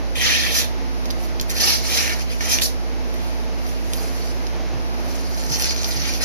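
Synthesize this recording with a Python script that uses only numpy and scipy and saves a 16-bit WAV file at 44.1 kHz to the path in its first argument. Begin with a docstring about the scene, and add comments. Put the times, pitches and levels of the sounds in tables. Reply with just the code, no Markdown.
"""A sharp knife slices a hand-held sheet of paper in a small wooden workshop, heard at two microphone ports.
The edge snaps fibres by the thousand, as filtered random impulses, and the sheet radiates them.
Loose paper buckles with cracks and brief rings; paper and shirt rustle as sparser snaps in soft hiss.
A few soft steps boom as decaying sines. A fan and other motors hum throughout: wavering sines and coloured noise."""
import sys
import numpy as np
from scipy import signal
from scipy.fft import rfft, irfft
from scipy.io import wavfile

SR = 44100
rng = np.random.default_rng(int(sys.argv[2]) if len(sys.argv) > 2 else 0)


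def wrap_up_sound(samples):
    """Save the sound to the file named by the first command line argument, as 16-bit audio."""
    columns = np.atleast_2d(samples).T
    # keep every value between -1 and 1, then stretch to whole-number steps
    tamed = np.clip(columns, -1, 1)
    steps = np.round(tamed * 32767).astype(np.int16)
    wavfile.write(sys.argv[1], SR, steps)


N = 275184
T = np.arange(N) / SR

# sheet resonance colour: (frequency [Hz], relative level [dB])
SHEET_COLOUR = [(300, -35), (700, -19.5), (1100, -9.5), (1450, -13), (1850, 2.5), (2250, 2), (2700, 0.5),
                (3200, -3.5), (4200, -3), (6000, -24.5)]
# fibre sizzle colour: (frequency [Hz], relative level [dB])
SIZZLE_COLOUR = [(4000, -49), (7000, 0.5), (8300, 8), (9600, -3.5), (11500, 0.5), (13000, -4.5),
                 (14500, -13), (18000, -6)]


def undb(db):
    """Decibels to gain."""
    return np.exp(np.asarray(db) * (np.log(10) / 20))


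def unit(x):
    """Scale to rms 1."""
    return x / np.sqrt(np.mean(x ** 2))


def colour(x, points):
    """Causal minimum-phase filter through (Hz, dB) points, built from the folded cepstrum."""
    points_hz, points_db = np.transpose(points)
    n = 4096
    bins_hz = np.maximum(np.fft.rfftfreq(n, 1 / SR), 1)
    bins_db = np.interp(np.log(bins_hz), np.log(points_hz), points_db)
    cepstrum = irfft(np.log(undb(bins_db)), n)
    cepstrum[1:n // 2] *= 2
    cepstrum[n // 2 + 1:] = 0
    response = irfft(np.exp(rfft(cepstrum)), n)
    return np.apply_along_axis(signal.oaconvolve, -1, x, response)[..., :x.shape[-1]]


def walk(rate_hz):
    """Smooth chance with a spread near 1, heading for a new value rate_hz times a second."""
    values = rng.standard_normal(8192)
    return 1.2 * np.interp(T * rate_hz, np.arange(len(values)), values)


def add(track, start_s, sound):
    """Mix a short sound into a track."""
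    start = int(start_s * SR)
    track[start:start + len(sound)] += sound[:N - start]


def lean(pair, balance):
    """Tilt left against right, band by band, half the difference on each port."""
    return np.array([colour(x, np.array(balance) * [1, half]) for x, half in zip(pair, (.5, -.5))])


def hum(waver_db=0.1963, waver_rad=0.11):
    """Steady motor tones, the higher ones wavering more in the moving air; one more swells and fades slowly."""
    # motor and mains tones, with left's lead in the room's standing wave:
    # (frequency [Hz], left level [dB], right level [dB], left lead [rad])
    tones = [(57.8, -26, -22, 3.1), (78.6, -58, -54, 2.7), (96.6, -47, -51, 2.1), (115.6, -49, -51, .4),
             (119.9, -51, -51, 2.1), (173.4, -51.5, -47.5, 0), (231.1, -55, -55, -1.5),
             (245.3, -39, -35, 3.1), (265.8, -49, -50, 0), (317.2, -53, -50, 3.1), (346.7, -54, -48, .6),
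             (359.8, -54, -55, 0), (462.3, -54, -53, 0), (520.1, -55, -53, 0), (642, -54, -50, .7),
             (659.8, -55, -59, .5), (875.4, -54, -52, .1), (1098, -59, -57, 3.1)]
    # slowly swelling motor tone: (frequency [Hz], middle [s], half length [s], level [dB])
    swelling_tone = (467, 3.5, 2.3, -51)
    out = np.zeros((2, N))
    for hz, left_db, right_db, lead_rad in tones:
        unrest = hz / tones[0][0]
        phase = 2 * np.pi * (hz * T + rng.random()) + waver_rad * unrest * walk(rate_hz=5.5)
        size = np.sqrt(2) * undb(waver_db * unrest * walk(rate_hz=6))
        left = undb(left_db) * np.sin(phase + lead_rad)
        right = undb(right_db) * np.sin(phase)
        out += size * np.array([left, right])
    hz, middle_s, half_s, db = swelling_tone
    swell = np.exp(-((T - middle_s) / half_s) ** 2)
    return out + np.sqrt(2) * undb(db) * swell * np.sin(2 * np.pi * hz * T + walk(rate_hz=9))


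def air(mid_db=-36.5, side_db=-39, flutter_db=1.0):
    """The fan's soft rush: fluttering noise, one part common to both ports and one opposed between them."""
    # common part's colour: (frequency [Hz], relative density [dB per Hz])
    mid_colour = [(25, -7), (70, -4.5), (150, -4), (200, -2), (270, 3.5), (400, 1.5), (720, 1.5),
                  (1000, -6), (1400, -10), (2300, -9), (3500, -16), (5800, -14), (7500, -22.5),
                  (11000, -45.5)]
    # opposed part's colour: (frequency [Hz], relative density [dB per Hz])
    side_colour = [(25, -21), (60, -4), (150, 5), (270, -6), (450, -3), (800, -4), (1200, -1.5),
                   (2300, -7.5), (3500, -13), (5200, -9.5), (7500, -19), (11000, -17.5), (14500, -28)]
    mid = unit(colour(rng.standard_normal(N), mid_colour)) * undb(flutter_db * walk(rate_hz=7.4))
    side = unit(colour(rng.standard_normal(N), side_colour)) * undb(flutter_db * walk(rate_hz=7.4))
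    return undb(mid_db) * mid + undb(side_db) * side * np.array([[1], [-1]])


def snaps(per_s, spread_db):
    """Fibres letting go at random moments: many small, a few large."""
    happens = rng.random(N) < per_s / SR
    size = undb(spread_db * np.clip(rng.standard_normal(N), -2.5, 2.5))
    return unit(happens * size * rng.choice([-1, 1], N))


def voice(fibres, friction_db, spectrum):
    """Fibre snaps, each pushing or pulling the sheet, and smooth friction, radiated with one colour."""
    pushes = unit(fibres) * rng.choice([-1, 1], N)
    friction = undb(friction_db) * rng.standard_normal(N)
    return unit(colour(pushes + friction, spectrum))


def force(start_s, rise_s, hold_s, release_s, contact_s=0.0096):
    """One push: the edge bites, the force builds, holds and dies faster and faster as it leaves the sheet."""
    bite_db, release_db = -9.5, -20.5  # re full force, at the first bite and after release_s
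    t = T - start_s
    build = bite_db * np.clip(1 - t / rise_s, 0, 1)
    fall = release_db * np.clip((t - rise_s - hold_s) / release_s, 0, 10) ** 1.08
    return np.clip(t / contact_s + .5, 0, 1) * undb(build + fall)


def ring(x, hz, width_hz):
    """A resonance whose centre moves: shift down to zero, low-pass, shift back."""
    turn = np.exp(2j * np.pi * np.cumsum(hz) / SR)
    lowpass = signal.butter(2, width_hz / 2, fs=SR, output="sos")
    return unit((turn * signal.sosfilt(lowpass, x / turn)).real)


def flex(x, depth_db, rate_hz, count=11):
    """The paper bends as it moves, so its resonances flare and fade each on their own."""
    centres = np.log(np.geomspace(1200, 12000, count))
    pitch = np.log(np.maximum(np.fft.rfftfreq(N, 1 / SR), 1))
    spectrum = rfft(x)
    bands = (irfft(spectrum * np.interp(pitch, centres, share), N) for share in np.eye(count))
    return sum(band * unit(undb(depth_db * walk(rate_hz))) for band in bands)


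def slicing(strip_width_hz=950, strip_wander=0.043, scrape_db=1, sheet_db=2.5, sizzle_db=6.0, catch_db=1.5):
    """The edge catches and slips, so the fibre snaps come in bunches; the strip's ring glides as it is freed."""
    # blade pushes: (start [s], rise [s], hold [s], release [s], relative scrape level [dB],
    # then re scrape: sheet resonance [dB], sizzle [dB], low body [dB], strip ring [dB],
    # ring frequency at start [Hz], ring frequency at end [Hz])
    pushes = [(0.151, 0.004, 0.47, 0.056, -34, 1, -3, -9.5, 3, 3070, 3660),
              (0.208, 0.048, 0.02, 0.27, -22.5, -0.5, -22, -15, -5.5, 5970, 4640),
              (0.282, 0.014, 0.051, 0.036, -36, 3, -16, -12, 11.5, 2130, 2960),
              (0.425, 0.014, 0.031, 0.028, -39.5, -6, -12, -14, 10.5, 2230, 2940),
              (0.514, 0.038, 0.057, 0.016, -24, -10, -3, -10.5, -8, 4230, 5140),
              (1.598, 0.012, 0.11, 0.12, -22, -6.5, -6, -10.5, -1.5, 5100, 4840),
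              (1.833, 0.12, 0.024, 0.21, -24, -6.5, -6, -9.5, -9, 4940, 5670),
              (1.92, 0.062, 0.14, 0.075, -37.5, -0.5, -3, -8, 6, 2330, 2000),
              (2.408, 0.12, 0.015, 0.08, -27.5, -4, -6.5, -4.5, -7, 5900, 5450),
              (2.491, 0.031, 0.0071, 0.033, -20.5, -14, -2.5, -22, -4, 5500, 5700),
              (2.609, 0.0079, 0.036, 0.038, -23.5, -18, -2, -23, -3.5, 3450, 6000)]
    # blade scrape colour: (frequency [Hz], relative level [dB])
    scrape_colour = [(400, -43), (1500, -17), (2600, -17), (3300, -8), (4100, -3.5), (4800, -3.5),
                     (5800, 0.5), (6600, -4), (7600, -12), (9500, -11), (15000, -46)]
    # sheet's low body colour: (frequency [Hz], relative level [dB])
    body_colour = [(150, -17.5), (350, -4), (600, 2.5), (1000, -2), (1500, -1.5), (2500, 0), (6000, -59)]
    fibres = snaps(per_s=7000, spread_db=3.5) * undb(catch_db * walk(rate_hz=280))
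    wander = 1 + strip_wander * walk(rate_hz=45)
    power, strip = np.zeros((4, N)), np.zeros(N)
    for start_s, rise_s, hold_s, release_s, db, *shares_db, strip_db, first_hz, last_hz in pushes:
        push = force(start_s, rise_s, hold_s, release_s)
        gains = undb(db + np.array([0, *shares_db]))[:, None]
        # sheet and sizzle follow slightly different powers of the force
        power += (gains * [push, push ** 0.99, push ** 1.06, push]) ** 2
        end_s = start_s + rise_s + hold_s + release_s / 2
        glide_hz = np.interp(T, [start_s, end_s], [first_hz, last_hz])
        strip += undb(db + strip_db) * push * ring(fibres, glide_hz * wander, strip_width_hz)
    scrape = undb(scrape_db) * voice(fibres, -8, scrape_colour)
    sheet = undb(sheet_db) * voice(fibres, -8, SHEET_COLOUR)
    sizzle = undb(sizzle_db) * voice(fibres, -8, SIZZLE_COLOUR)
    body = voice(fibres, -8, body_colour)
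    cuts = np.sum(np.sqrt(power) * [scrape, sheet, sizzle, body], axis=0)
    return flex(cuts + strip, depth_db=3, rate_hz=80)


def buckles(ring_cycles=5, crack_s=.0005, settle_s=.014, settle_db=-21, ring_width=.19):
    """A fold pops through: a sharp crack, a brief ring of the patch, and small snaps as it settles."""
    # folds: (time [s], relative peak [dB], ring frequency [Hz], crack level re ring [dB])
    folds = [(0.2614, -7, 1930, 10), (1.0554, -13, 5600, -2), (1.1035, -13.5, 4900, -12),
             (1.108, -11, 5800, 3.5), (1.3974, -8, 4230, -8), (1.4, -21, 5470, -1), (1.411, -8, 5500, 6),
             (1.4934, -24, 4700, -5), (1.4973, -8.5, 4660, 4), (1.503, -7, 6040, 20),
             (1.5652, -13, 4860, -1), (1.5834, -8, 4800, -15), (1.603, -6, 5300, 3), (2.0773, -7, 2070, -3),
             (2.095, -7, 2230, 0), (2.195, -20, 4950, -5), (2.4074, -8.5, 1840, -3),
             (2.586, -3.5, 2810, -6), (2.5978, -10, 2370, 2), (2.6188, -4.5, 3770, -19),
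             (3.1406, -21.5, 11500, 4), (3.6653, -19.5, 5830, -7.5), (3.934, -6, 6300, 6.5),
             (4.1541, -28.5, 5790, 1), (4.4677, -17.5, 5200, -10), (5.437, -16.5, 5600, -5),
             (5.521, -8.5, 5700, -12), (5.5578, -8, 5600, 3), (5.597, -7, 5500, 0), (5.6214, -4, 5560, -7),
             (5.6225, -14, 5500, -8), (5.643, -2.5, 5370, -2), (5.7077, -6, 5400, -14),
             (5.7618, -12, 5260, -10.5), (5.8315, -11, 5800, -4), (5.844, -6, 4600, -9),
             (6.048, -17, 5900, -7), (6.1368, -12, 5770, -4)]
    # crack colour: (frequency [Hz], relative level [dB])
    crack_colour = [(300, -1), (1200, -17), (2300, -8), (3400, -5), (5500, -1.5), (7500, 1), (10500, -6.5),
                    (15000, -14)]
    out, t = np.zeros(N), T[:2048]
    for fold_s, db, hz, crack_db in folds:
        noise = rng.standard_normal((2, len(t)))
        partials_hz = hz * np.exp(ring_width * np.array([-1, 0, 1]))
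        tones = np.array([.5, 1, .7]) @ np.sin(2 * np.pi * partials_hz[:, None] * t)
        patch = tones * np.exp(-t * hz / ring_cycles)
        burst = np.sign(noise[0]) * np.exp(-t / crack_s)
        settling = undb(settle_db) * noise[1] * np.exp(-t / settle_s)
        crack = colour(burst + settling, crack_colour)
        pop = unit(patch) + undb(crack_db) * unit(crack)
        add(out, fold_s + 0.00073, undb(db) * pop / abs(pop).max())
    return out


def handling(sizzle_db=6.0, rub_db=1.0, sheet_db=-6.0, flutter_db=-0.7, snap_spread_db=2.5):
    """Light rubbing: sparser snaps in a soft hiss that swells and dies with each slide."""
    # slides of paper and cloth: (middle [s], half length [s], relative sizzle level [dB],
    # rub level re sizzle [dB], sheet resonance level re sizzle [dB])
    slides = [(1.232, 0.035, -45.5, 1, 5), (1.51, 0.012, -36, -2, 8), (1.585, 0.032, -35, 5, 6),
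              (2.136, 0.0083, -46, 11, 5), (2.207, 0.015, -43.5, 7, 11.5), (2.304, 0.015, -51, 5, 19),
              (2.328, 0.031, -45, 5, 10.5), (2.41, 0.012, -43.5, 10.5, 10), (2.452, 0.018, -46, 7, 16),
              (3.238, 0.088, -52, 4, 11), (3.415, 0.019, -53.5, -2.5, 0), (3.704, 0.081, -51.5, 3.5, 10.5),
              (4.004, 0.11, -44, 1, 3), (4.25, 0.079, -47.5, 5.5, 4.5), (5.14, 0.072, -47.5, 4, 2),
              (5.452, 0.14, -44.5, 6.5, 1), (5.537, 0.027, -35.5, 8, -1), (5.607, 0.015, -29.5, 1.5, -1),
              (5.66, 0.024, -36, 9, 8), (5.711, 0.013, -40, 12.5, -2), (5.784, 0.049, -46.5, 10.5, -1),
              (5.863, 0.058, -43, 9.5, 0), (5.962, 0.12, -41, 7.5, 8.5), (6.08, 0.04, -43, 11, 16),
              (6.144, 0.054, -43.5, 6.5, 6), (6.232, 0.015, -34, 10, 11.5)]
    # light rubbing colour: (frequency [Hz], relative level [dB])
    rub_colour = [(200, -24), (700, -13.5), (1300, -7), (2600, -6), (3700, -8.5), (4500, 3), (5100, -1),
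                  (5800, 2), (6500, -3), (7600, -13), (9500, -19), (15000, -28)]
    flutter = undb(2.2 * walk(rate_hz=110) + flutter_db * walk(rate_hz=40))
    fibres = snaps(per_s=900, spread_db=snap_spread_db) * flutter
    sizzle = undb(sizzle_db) * voice(fibres, 1, SIZZLE_COLOUR)
    rub = undb(rub_db) * voice(fibres, -5, rub_colour)
    sheet = undb(sheet_db) * voice(fibres, 3, SHEET_COLOUR)
    power = np.zeros((3, N))
    for middle_s, half_s, db, rub_share_db, sheet_share_db in slides:
        swell = np.exp(-np.minimum(abs((T - middle_s) / half_s), 10) ** 1.66)  # exponent 2 = bell curve
        power += np.outer(undb(db + np.array([0, rub_share_db, sheet_share_db])) ** 2, swell)
    rustle = np.sum(np.sqrt(power) * [sizzle, rub, sheet], axis=0)
    return flex(rustle, depth_db=3.5, rate_hz=55)


def steps(swell_s=0.024):
    """A soft footfall makes the floor boom briefly at two close frequencies."""
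    # footfalls: (time [s], relative level [dB], boom frequency [Hz])
    footfalls = [(4.729, -35, 130), (5.484, -32, 145), (5.955, -34, 135), (6.0, -37, 173.4)]
    out, t = np.zeros(N), T[:SR // 3]
    swell = (t / swell_s) ** 2 * np.exp(2 - 2 * t / swell_s)
    for step_s, db, hz in footfalls:
        boom = np.sin(2 * np.pi * hz * t) + 0.5 * np.sin(2 * np.pi * hz * 0.83 * t)
        add(out, step_s, undb(db) * boom * swell)
    return out


def ports(x, delay_samples):
    """Direct sound reaches the left port delay_samples after the right one."""
    return np.array([np.pad(x, (delay_samples, 0))[:N], x])


def reflections(x, t60_s=0.24, tail_db=-8, early_db=-1.5, early_s=0.0045):
    """What one port hears back: chest and rafters first, then a short wooden tail."""
    t = T[:SR // 2]
    hits = (rng.random(len(t)) < .15) * rng.standard_normal(len(t))
    early = hits * np.exp(-t / early_s) * (t > .001)
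    tail = rng.standard_normal(len(t)) * undb(-60 * t / t60_s) * np.minimum(t / .008, 1)
    early = undb(early_db) * early / np.linalg.norm(early)
    tail = undb(tail_db) * tail / np.linalg.norm(tail)
    return signal.oaconvolve(x, early + tail)[:N]


def workshop(x, count=3):
    """The sheet flaps about, so its sound passes between a few sets of reflections."""
    shares = np.array([undb(9 * walk(rate_hz=12)) for _ in range(count)])
    shares /= np.linalg.norm(shares, axis=0)
    return sum(np.array([reflections(x * share), reflections(x * share)]) for share in shares)


def scene(room_db=3.5):
    """Paper in the room, steps and machines; the leaned sounds are fuller at right in the bass."""
    # port balance for sound from the front: (frequency [Hz], left minus right [dB])
    front_balance = [(150, -12.5), (600, -1), (1500, 2.5), (3200, -1.9), (5000, -2), (8000, 2.5),
                     (11000, -2.5), (14000, -11)]
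    # left-right balance of the soft rush: (frequency [Hz], left minus right [dB])
    rush_balance = [(150, -3), (600, -1), (1500, 0.7), (5000, -2), (8000, 6.5), (11000, -6.5), (14000, -13)]
    # colour of the wooden walls' and rafters' reflections: (frequency [Hz], relative level [dB])
    wood_colour = [(500, -1.5), (1300, -2), (2200, -3), (3200, -1), (4500, -1.5), (8000, 1), (13000, -0.5)]
    # two patches of the sheet, each with its own snaps, lead at opposite ports; both rustle layers reach the
    # right port first
    patch_a, patch_b = undb(-4) * slicing(), undb(-6.5) * slicing()
    rustle_a, rustle_b = undb(-4.5) * handling(), undb(-6) * handling()
    pops = buckles()
    direct = ports(patch_a, 18) + ports(patch_b, 22)[::-1]
    direct += ports(rustle_a, 8) + ports(rustle_b, 17) + ports(pops, 16)
    room = workshop(patch_a + patch_b + rustle_a + rustle_b + undb(-7) * pops, count=5)
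    front = direct + undb(room_db) * colour(room, wood_colour) + steps()
    return lean(front, front_balance) + lean(air(), rush_balance) + hum()


def record(dry):
    """The ports notch the treble, the loudest peaks are rounded and the top is cut."""
    # narrow band cancelled by the microphone ports: (frequency [Hz], level [dB])
    port_notch = [(6300, 0.5), (7100, -6), (7700, -17.5), (8300, -22.5), (8900, -11), (9600, -1.5)]
    top_hz = 14450
    rounded = .8 * np.tanh(colour(dry, port_notch) / .8)
    return signal.sosfilt(signal.ellip(10, .2, 80, top_hz, fs=SR, output="sos"), rounded)


dry = scene()
out = record(dry)
wrap_up_sound(out)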